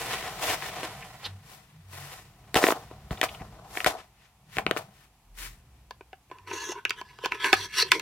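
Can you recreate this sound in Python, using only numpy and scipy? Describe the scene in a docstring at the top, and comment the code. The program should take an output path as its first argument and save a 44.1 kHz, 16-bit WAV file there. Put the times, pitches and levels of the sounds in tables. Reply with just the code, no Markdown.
"""A paper towel rustles as it is unrolled over a table, close under a phone. A hand pins it and tears it:
sliding fibres hiss, and each tiny paper bridge of the perforation cracks and makes the tight sheet boom.
Then tweezers tap and scrape a small cardboard box, ringing its panels, until the lid pops.
All along, the desk rumbles under the arms and the roll, in a quiet room with a short echo."""
import sys
import numpy as np
from scipy import signal
from scipy.fft import rfft, irfft
from scipy.io import wavfile
from scipy.ndimage import uniform_filter1d, map_coordinates

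SR = 44100
rng = np.random.default_rng(int(sys.argv[2]) if len(sys.argv) > 2 else 0)


def output_pcm(signal):
    """Save a mono or channel-first signal as 16-bit PCM at the path in sys.argv[1].

    Samples are clipped to [-1, 1] before scaling.
    """
    pcm = np.clip(np.atleast_2d(signal).T, -1, 1) * 32767
    wavfile.write(sys.argv[1], SR, np.round(pcm).astype(np.int16))


N = 353241

# pulls of the sheet: t/s at full strength, swell/s, hold/s, fade/s, boom/dB, crinkle/dB, hiss/dB
SHEET_SLIDES = [(0, 0.064, 0.018, .2, -47, -41, -44.5), (.118, 0.088, 0.0036, 0.24, -46, -33.5, -45),
                (.433, 0.049, 0.11, 0.03, -33.5, -31.5, -38),
                (.674, 0.27, 0.0086, 0.049, -45, -38.5, -47.5),
                (.83, 0.29, 0.011, 0.17, -38.5, -39.5, -51.5),
                (1.257, 0.11, 0.0017, 0.057, -46.5, -43.5, -55.5),
                (1.5, 0.1, 0.043, 0.12, -55.5, -53.5, -56), (1.928, 0.05, 0.22, 0.18, -53, -50, -53.5),
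                (2.56, 0.012, 0.014, 0.078, -20.5, -27, -32.5), (2.635, .02, 0.082, 0.026, -30.5, -36, -35),
                (2.925, 0.036, .005, 0.28, -54, -62, -86),
                (3.112, 0.0073, 0.0097, 0.098, -39.5, -45.5, -53.5),
                (3.236, 0.01, 0.0042, 0.031, -28.5, -29.5, -34.5),
                (3.3, 0.29, 0.047, 0.1, -44.5, -50.5, -57.5), (3.42, 0.031, 0.0065, 0.056, -44, -64, -77),
                (3.55, 0.069, 0.12, .05, -56, -63.5, -79), (3.769, 0.086, 0.0065, 0.19, -43, -42, -44),
                (3.866, 0.0077, 0.007, 0.05, -22, -26, -31.5), (3.989, 0.057, 0.0035, 0.06, -50, -47, -63),
                (4.246, 0.17, 0.0057, 0.083, -73, -61, -75),
                (4.56, 0.071, 0.0091, 0.042, -66, -45.5, -52.5),
                (4.584, 0.01, 0.002, 0.042, -28, -65, -44.5), (4.67, 0.014, 0.097, 0.13, -43.5, -70, -62.5),
                (4.775, 0.017, 0.0047, 0.016, -50, -37.5, -42.5),
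                (4.95, 0.084, 0.094, 0.062, -70, -63.5, -69.5),
                (5.39, 0.034, 0.063, 0.098, -66, -45.5, -47)]
# a handled sheet never lies quite still: t/s, boom/dB, crinkle/dB
SHEET_STIR = [(0, -39.5, -42), (.9, -50, -49), (1.1, -51, -52), (1.39, -65.5, -64.5), (1.86, -76, -68.5),
              (2.3, -68.5, -67.5), (2.5, -61.5, -64.5), (2.76, -37.5, -48.5), (2.9, -63.5, -62),
              (3.09, -70, -65), (3.4, -61, -58), (3.65, -56.5, -67), (3.95, -40, -71), (4.12, -81, -86),
              (4.47, -71.5, -92), (4.81, -46.5, -51.5), (4.9, -86, -71), (5.3, -83, -92), (5.8, -79.5, -73),
              (5.9, -93.5, -96)]
# the sheet's modes (pitches it likes to ring at): f/Hz, width/Hz, level/dB
SHEET_MODES = [(466.6, 12, -11), (722, 130, 1), (1110, 220, -14.5)]
# tone of the crinkling fibres: f/Hz, level/dB
FIBRE_TONE = [(600, -13.5), (1200, -4), (1800, -1), (3000, -3), (4500, -13), (7000, -29)]
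# where the sheet is held: t/s, left minus right/dB
SHEET_PAN = [(0, 1), (.6, 3.5), (1.2, -2.5), (1.6, 9), (2.5, 2), (5.8, 8.5)]
# paper bridges snapping, fingers landing: t/s, crack/dB, boom/dB, fizz/dB
SNAPS = [(0.227, -25, -31, -50), (0.6233, -21, -53, -46), (0.832, -23, -22, -46), (1.03, -40, -52, -60),
         (2.5439, -12, -19.5, -15), (2.5556, -10, -20, -19.5), (2.5618, -11, -6.5, -25),
         (2.5704, -9.5, -17.5, -22.5), (2.5768, -15.5, -18, -30), (2.6295, -20, -14.5, -20.5),
         (2.6398, -18, -3.5, -23), (2.668, -8, -11, -25.5), (2.6865, -30, -7, -33), (2.7055, -23, -9, -25),
         (2.7228, -29, -9, -39), (2.9128, -63, -33, -69), (3.1085, -32, -22, -50),
         (3.1295, -40, -27.5, -42.5), (3.214, -9.5, -21, -15), (3.2305, -11.5, -16.5, -28),
         (3.2388, -16, -13, -29), (3.4191, -52, -32, -65), (3.7539, -28, -40.5, -45.5),
         (3.7727, -15.5, -28.5, -33.5), (3.804, -14.5, -24.5, -26.5), (3.8452, -12, -18, -15),
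         (3.8624, -7.5, -8, -17.5), (3.8725, -17, -16, -31.5), (3.893, -26.5, -28, -29),
         (4.569, -20, -19, -27), (4.5845, -9, -19, -26), (4.6655, -9, -11, -27), (4.7112, -18.5, -9.5, -24),
         (4.7648, -41, -16, -32), (4.7717, -18, -18.5, -27), (4.7883, -40, -53, -31)]
# nails and edges brushing the sheet: t/s, level/dB, f/Hz, length/s
SWISHES = [(1.028, -43, 2200, 0.0075), (1.257, -33, 3620, 0.0085), (3.177, -42, 2840, 0.0021),
           (3.291, -37, 2870, 0.0036), (3.349, -44.5, 2800, 0.0035), (3.405, -49, 2050, 0.0058)]
# the desk shaking under arms and roll: t/s, deepest mode/dB, upper modes/dB
DESK_RUMBLE = [(0, -53, -51), (1, -57, -51.5), (1.6, -65, -61), (2.4, -59, -58.5), (3.5, -51.5, -52.5),
               (4.3, -70.5, -73.5), (4.7, -58, -44.5), (5.2, -68, -79), (5.5, -57.5, -61),
               (6.3, -67, -75.5), (8.01, -58, -55.5)]
# the desk's modes: f/Hz, width/Hz, level/dB
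DESK_MODES = [(56, 24, -1), (86.9, 8.3, -5.5), (155, 56, -6), (209.2, 8.1, -1)]
# the desk rocking as an arm leans on it: t/s, level/dB, f/Hz, length/s
DESK_SWAYS = [(0.506, -41.5, 100, 0.025), (1.327, -40.5, 96.7, 0.048), (1.78, -49, 156, 0.033),
              (1.924, -45.5, 93.7, 0.086), (2.03, -45.5, 140.5, 0.056), (5.431, -43, 41.3, 0.086),
              (5.752, -51, 63.8, 0.12), (6.502, -52, 95.8, 0.072), (7.598, -44.5, 97.4, 0.046)]
# a hand dropping on the desk: t/s, level/dB
DESK_THUMPS = [(2.557, -25.5), (3.111, -20.5), (3.411, -30.5), (3.865, -30), (4.574, -31.5), (4.669, -38.5)]
# tone of the quiet room: f/Hz, level/dB
AIR_TONE = [(59, -36.5), (100, 5.5), (558, -14.5), (736, -1), (1580, -13.5), (2520, -12), (4020, -17.5),
            (13800, -20.5), (16000, -28)]
# tweezer taps and lid pops: t/s, crack/dB, hollow knock/dB, tick/dB, knock f/Hz
BOX_TAPS = [(5.9084, -36.5, -30, -34, 1010), (6.0089, -42.5, -35.5, -56, 950),
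            (6.13, -37.5, -34.5, -56, 760), (6.3, -51.5, -50.5, -64, 600),
            (6.3136, -37.5, -30.5, -48, 1033), (6.385, -44.5, -55, -51, 990), (6.513, -27, -26.5, -42, 960),
            (6.72, -34, -28, -54, 860), (6.8514, -12.5, -27.5, -29, 1034), (6.8951, -34, -38, -23, 1010),
            (6.9059, -15, -28, -22, 1060), (7.0129, -34.5, -27.5, -37, 1010),
            (7.1876, -42.5, -34, -41, 950), (7.2374, -41, -26.5, -52, 500), (7.2463, -20.5, -39, -44, 1000),
            (7.2581, -23, -17, -20, 1003), (7.3204, -13.5, -23.5, -38, 1005),
            (7.4436, -12.5, -22.5, -26, 990), (7.5295, -3, -10, -7, 783), (7.826, -23, -27, -34, 455),
            (7.918, -5, -15.5, -4, 1023), (7.9962, -26, -32, -23, 1010)]
# the cardboard's modes: f/Hz, width/Hz, level/dB
BOX_MODES = [(394.6, 127, -5), (987, 143, -1), (1305, 65, -2.5), (1477, 99, -1), (1704, 93, 4),
             (2210, 420, -2), (2762, 437, -1.5), (3260, 420, 5.5), (3890, 120, 0.5), (4400, 630, 2),
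             (5430, 260, -1), (6000, 520, -4), (7530, 400, -8.5)]
# tweezers and nails dragged over the box:
# t/s at full strength, swell/s, hold/s, fade/s, hollow/dB, panel/dB, rasp/dB, tip's bite/dB, bite f/Hz
BOX_DRAGS = [(6.316, 0.017, .005, 0.25, -56, -63, -71, -68, 1720),
             (6.474, 0.011, 0.12, 0.038, -42, -45.5, -53, -61, 4340),
             (6.532, 0.013, 0.19, 0.025, -44.5, -41, -44.5, -44, 6300),
             (6.777, 0.065, 0.0057, 0.056, -42.5, -49.5, -56, -47, 1510),
             (6.904, 0.046, .005, .1, -51, -67, -59, -70, 3300),
             (6.997, 0.07, .008, 0.017, -50.5, -45, -52.5, -48, 3060),
             (7.06, 0.082, 0.26, 0.11, -61.5, -60.5, -66, -69, 4740),
             (7.252, 0.033, 0.0044, 0.029, -35, -36, -42.5, -36.5, 2990),
             (7.319, 0.015, 0.021, 0.097, -40, -40, -50.5, -51, 2570),
             (7.403, 0.016, 0.016, .03, -42, -37, -47.5, -43, 3300),
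             (7.447, 0.034, 0.013, 0.12, -31, -33.5, -34.5, -32.5, 1650),
             (7.537, 0.012, 0.0031, 0.019, -17.5, -17, -23.5, -21, 2240),
             (7.57, 0.024, 0.089, 0.024, -39.5, -38, -40.5, -48, 5760),
             (7.784, 0.054, 0.042, 0.012, -37.5, -25, -26, -37, 4400),
             (7.846, 0.022, 0.043, 0.031, -44, -47.5, -50.5, -54, 3080),
             (7.919, 0.013, .003, 0.083, -28.5, -42, -32.5, -28, 2150)]
# the steel tips, which sing only while dragged: f/Hz, width/Hz, level/dB
TIP_MODES = [(5840, 190, 11), (7700, 230, 4)]


def undb(db):
    return 10 ** (np.asarray(db) / 20)


def unit(x):
    """Scale a sound to an average power of 1."""
    return x / np.sqrt(np.mean(x ** 2))


def curve(table):
    """Join a table's rows with straight lines, giving one value a sample."""
    times, *columns = np.transpose(table)
    return [np.interp(np.arange(N) / SR, times, c) for c in columns]


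def band(x, lo_hz, hi_hz, order=2):
    return signal.sosfilt(signal.butter(order, [lo_hz, hi_hz], "bandpass", fs=SR, output="sos"), x)


def ring(x, modes):
    """Ring several modes side by side, neighbours in opposite sign."""
    return sum((-1) ** k * undb(db) * signal.lfilter(*signal.iirpeak(hz, hz / width, SR), x)
               for k, (hz, width, db) in enumerate(modes))


def colour(x, tone):
    """Shape a sound's lows and highs to follow a tone table."""
    hz, db = np.transpose(tone)
    f = np.maximum(np.arange(N // 2 + 1) * SR / N, 1)
    gain = undb(np.interp(np.log(f), np.log(hz), db))
    return unit(irfft(rfft(x) * gain, N))


def wide(mid, side):
    """A spread-out sound: left and right share mid and differ by side."""
    return mid + side * np.array([[1], [-1]])


def stroke(at, swell, hold, fade):
    """One hand movement gains 20 dB per swell time, holds, then loses 20 dB per fade time."""
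    t, gain = np.arange(N) / SR, np.zeros(N)
    near = slice(max(int((at - 5 * swell) * SR), 0), int((at + hold + 5 * fade) * SR))
    away = np.maximum((at - t[near]) / swell, 0) + np.maximum((t[near] - at - hold) / fade, 0)
    gain[near] = undb(-20 * away)
    return gain


def strokes(table):
    """Overlapping strokes add their power; one gain for each of three level columns."""
    return np.sqrt(sum((undb(row[4:7])[:, None] * stroke(*row[:4])) ** 2 for row in table))


def friction(per_s, scatter_db):
    """Rubbing makes tiny slips at random moments, a few much stronger than the rest, in patches."""
    slips = (rng.random(N) < per_s / SR) * rng.standard_normal(N)
    slips *= undb(scatter_db * rng.exponential(size=N))
    hold = int(SR / 70)
    patches = uniform_filter1d(np.repeat(rng.standard_normal(N // hold + 1), hold)[:N], hold // 2)
    return slips * undb(2.0 * patches)


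def towel_rustle():
    """Slipping fibres crinkle, hiss and shake the whole sheet into a low boom."""
    boom_db, crinkle_db = curve(SHEET_STIR)
    stir = undb([boom_db, crinkle_db, crinkle_db - 7.5])
    boom_gain, crinkle_gain, hiss_gain = np.hypot(strokes(SHEET_SLIDES), stir)
    slips = friction(per_s=9000, scatter_db=1.0)
    boom = unit(unit(ring(slips, SHEET_MODES)) + undb(-4.0) * unit(band(slips, 295, 1400)))
    crinkle = wide(colour(slips, FIBRE_TONE), undb(-5.5) * unit(band(rng.standard_normal(N), 1400, 5600)))
    hiss = wide(unit(band(slips, 3900, 14000)), unit(band(rng.standard_normal(N), 3000, 19000)))
    return boom_gain * boom + crinkle_gain * crinkle + hiss_gain * hiss


def place(x, pan_db):
    """The nearer microphone hears a sound earlier, and louder because the phone shades the other."""
    lag_samples = 0.6 * pan_db
    shaded = band(x, 600, 4000, order=1)
    channels = []
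    for whole, part, side in zip(x, shaded, (1, -1)):
        heard = whole + (undb(side * pan_db / 2) - 1) * part
        channels.append(map_coordinates(heard, [np.arange(N) + side * lag_samples / 2], order=3))
    return np.array(channels)


def desk_rumble():
    """Soft pushes keep the desk's slow modes swinging, and leaning arms rock it."""
    deep_db, upper_db = curve(DESK_RUMBLE)
    push = signal.sosfilt(signal.butter(3, 36, "highpass", fs=SR, output="sos"), rng.standard_normal(N))
    out = undb(deep_db) * unit(ring(push, DESK_MODES[:1]))
    out += undb(upper_db) * unit(band(ring(push, DESK_MODES[1:]), 95, 170))
    for at, db, hz, length in DESK_SWAYS:
        t = np.arange(N) / SR - at
        out += undb(db) * np.sin(2 * np.pi * hz * t) * np.exp(-.5 * (t / length) ** 2)
    return out


def room_air():
    """The quiet room has a faint, steady hush."""
    mid, side = (colour(rng.standard_normal(N), AIR_TONE) for _ in range(2))
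    return undb(-66.5) * wide(mid, band(side, 2300, 18000))


def room_echo(dry, decay_s=0.13, level_db=-15):
    """A small furnished room answers briefly, nearly alike left and right in the bass."""
    t = np.arange(int(.3 * SR)) / SR
    mid, side = rng.standard_normal((2, len(t))) * undb(-60 * t / decay_s)
    mid, side = band(mid, 170, 6200), undb(-3) * band(side, 900, 7000)
    echo = wide(mid, side) * undb(level_db) / np.linalg.norm(mid)
    return signal.fftconvolve(dry.mean(axis=0)[None], echo, axes=1)[:, :N]


def blows(table, filters, scuff_s, click):
    """Each blow is a click and a dying scuff, heard through an object's middle, low and high parts."""
    size = 3072
    out, t = np.zeros((2, N + size)), np.arange(size) / SR
    noise = rng.standard_normal((len(table), 2, size))  # a mid and a side for each blow
    times, *peaks_db = np.transpose(table)
    for db, through, decay, side_db in zip(peaks_db, filters, scuff_s, (-14, -26, -3)):
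        push = noise * np.exp(-t / decay)
        push[:, 0, 0] += click
        hits = through(push)
        hits *= (undb(db) / np.abs(hits[:, 0]).max(axis=1))[:, None, None]
        for i, (mid, side) in zip((times * SR).astype(int), hits):
            out[:, i:i + size] += wide(mid, undb(side_db) * side)
    return out[:, :N]


def towel_snaps():
    """A breaking paper bridge or a landing finger cracks and sets the tight sheet booming."""
    crack = lambda x: band(band(x, 750, 2800), 750, 3300)
    boom = lambda x: ring(x, SHEET_MODES) + undb(-0.5) * band(x, 300, 1234)
    fizz = lambda x: band(x, 3800, 13000)
    return blows(SNAPS, (crack, boom, fizz), scuff_s=(.0009, .0009, .0011), click=3.4)


def towel_swishes():
    """Nails and edges brush the sheet in short puffs of noise."""
    out, t = np.zeros(N), np.arange(N) / SR
    for at, db, hz, length in SWISHES:
        i, n = int((at - .05) * SR), int(.1 * SR)
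        edges_hz = hz / 1.4, hz * 1.38
        brush = unit(band(band(rng.standard_normal(n), *edges_hz), *edges_hz))
        out[i:i + n] += undb(db) * brush * np.exp(-.5 * ((t[i:i + n] - at) / length) ** 2)
    return out


def desk_thumps():
    """A dropped hand strikes the desk's modes with one short, soft push."""
    out, t = np.zeros(N), np.arange(int(.4 * SR)) / SR
    palm = t * np.exp(-t / 0.00075)
    thud = band(ring(palm, DESK_MODES), 40, 400) + undb(-5.0) * band(palm, 67, 450)
    for at, db in DESK_THUMPS:
        out[int(at * SR):][:len(t)] += undb(db) * thud / np.abs(thud).max()
    return out


def box_taps():
    """Taps and lid pops ring the cardboard; each struck face knocks at its own pitch."""
    crack = lambda x: ring(x, BOX_MODES[2:7])
    knock = lambda x: np.array([ring(push, [BOX_MODES[0], (hz, 75, 4.0)])
                                for push, (*_, hz) in zip(x, BOX_TAPS)])
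    tick = lambda x: ring(x, BOX_MODES[7:]) + undb(-21.0) * band(x, 2700, 19700)
    taps = [row[:4] for row in BOX_TAPS]
    return blows(taps, (crack, knock, tick), scuff_s=(.002, .002, .0016), click=0.78)


def rub(x, modes, wander_db=5, wander_per_s=25):
    """As the tip moves over the panels, each mode swells and sinks on its own."""
    hold, out = int(SR / wander_per_s), 0
    for k, (hz, width, db) in enumerate(modes):
        wander = uniform_filter1d(np.repeat(rng.standard_normal(N // 400), hold)[:N], hold)
        mode = [(hz, width, 0)]
        out += (-1) ** k * undb(db + wander_db * wander) * ring(ring(x, mode), mode)  # twice: sharper
    return unit(out)


def box_scrapes():
    """Dragged tips slip over the cardboard, ringing its panels and their own steel."""
    hollow_gain, panel_gain, rasp_gain = strokes(BOX_DRAGS)
    low, middle, high = BOX_MODES[:2], BOX_MODES[2:7], BOX_MODES[7:]
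    slips, side = friction(per_s=9000, scatter_db=1.46), rng.standard_normal(N)
    panel = rub(slips, middle) + undb(-4.5) * unit(band(slips, 1340, 2900))
    panel = wide(panel, undb(-23) * unit(ring(side, middle)))
    steel = unit(ring(ring(slips, TIP_MODES), TIP_MODES))
    rasp = rub(slips, high) + undb(-12.5) * steel + undb(-7) * unit(band(slips, 2800, 11000))
    rasp = wide(rasp, undb(-8.0) * rub(side, high) + undb(-9) * unit(band(side, 2400, 12000)))
    out = hollow_gain * rub(slips, low) + panel_gain * panel + rasp_gain * rasp
    for *drag, bite_db, hz in BOX_DRAGS:
        bite = unit(band(slips, hz / 1.06, hz * 1.06))
        out += undb(bite_db) * stroke(*drag[:4]) * bite
    return out


def scene():
    """The towel and the box echo in the room; the desk and the hush lie underneath."""
    towel = place(towel_rustle() + towel_swishes() + towel_snaps(), curve(SHEET_PAN)[0])
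    dry = towel + box_scrapes() + box_taps()
    return dry + room_air() + room_echo(dry) + desk_rumble() + desk_thumps()


def record(dry, ceiling=.9, top_hz=15900):
    """The phone rounds off the loudest peaks and cuts the highest treble."""
    rounded = dry / (1 + (np.abs(dry) / ceiling) ** 4) ** .25
    return signal.sosfilt(signal.ellip(8, .2, 80, top_hz, fs=SR, output="sos"), rounded)


dry = scene()
out = record(dry)
output_pcm(out)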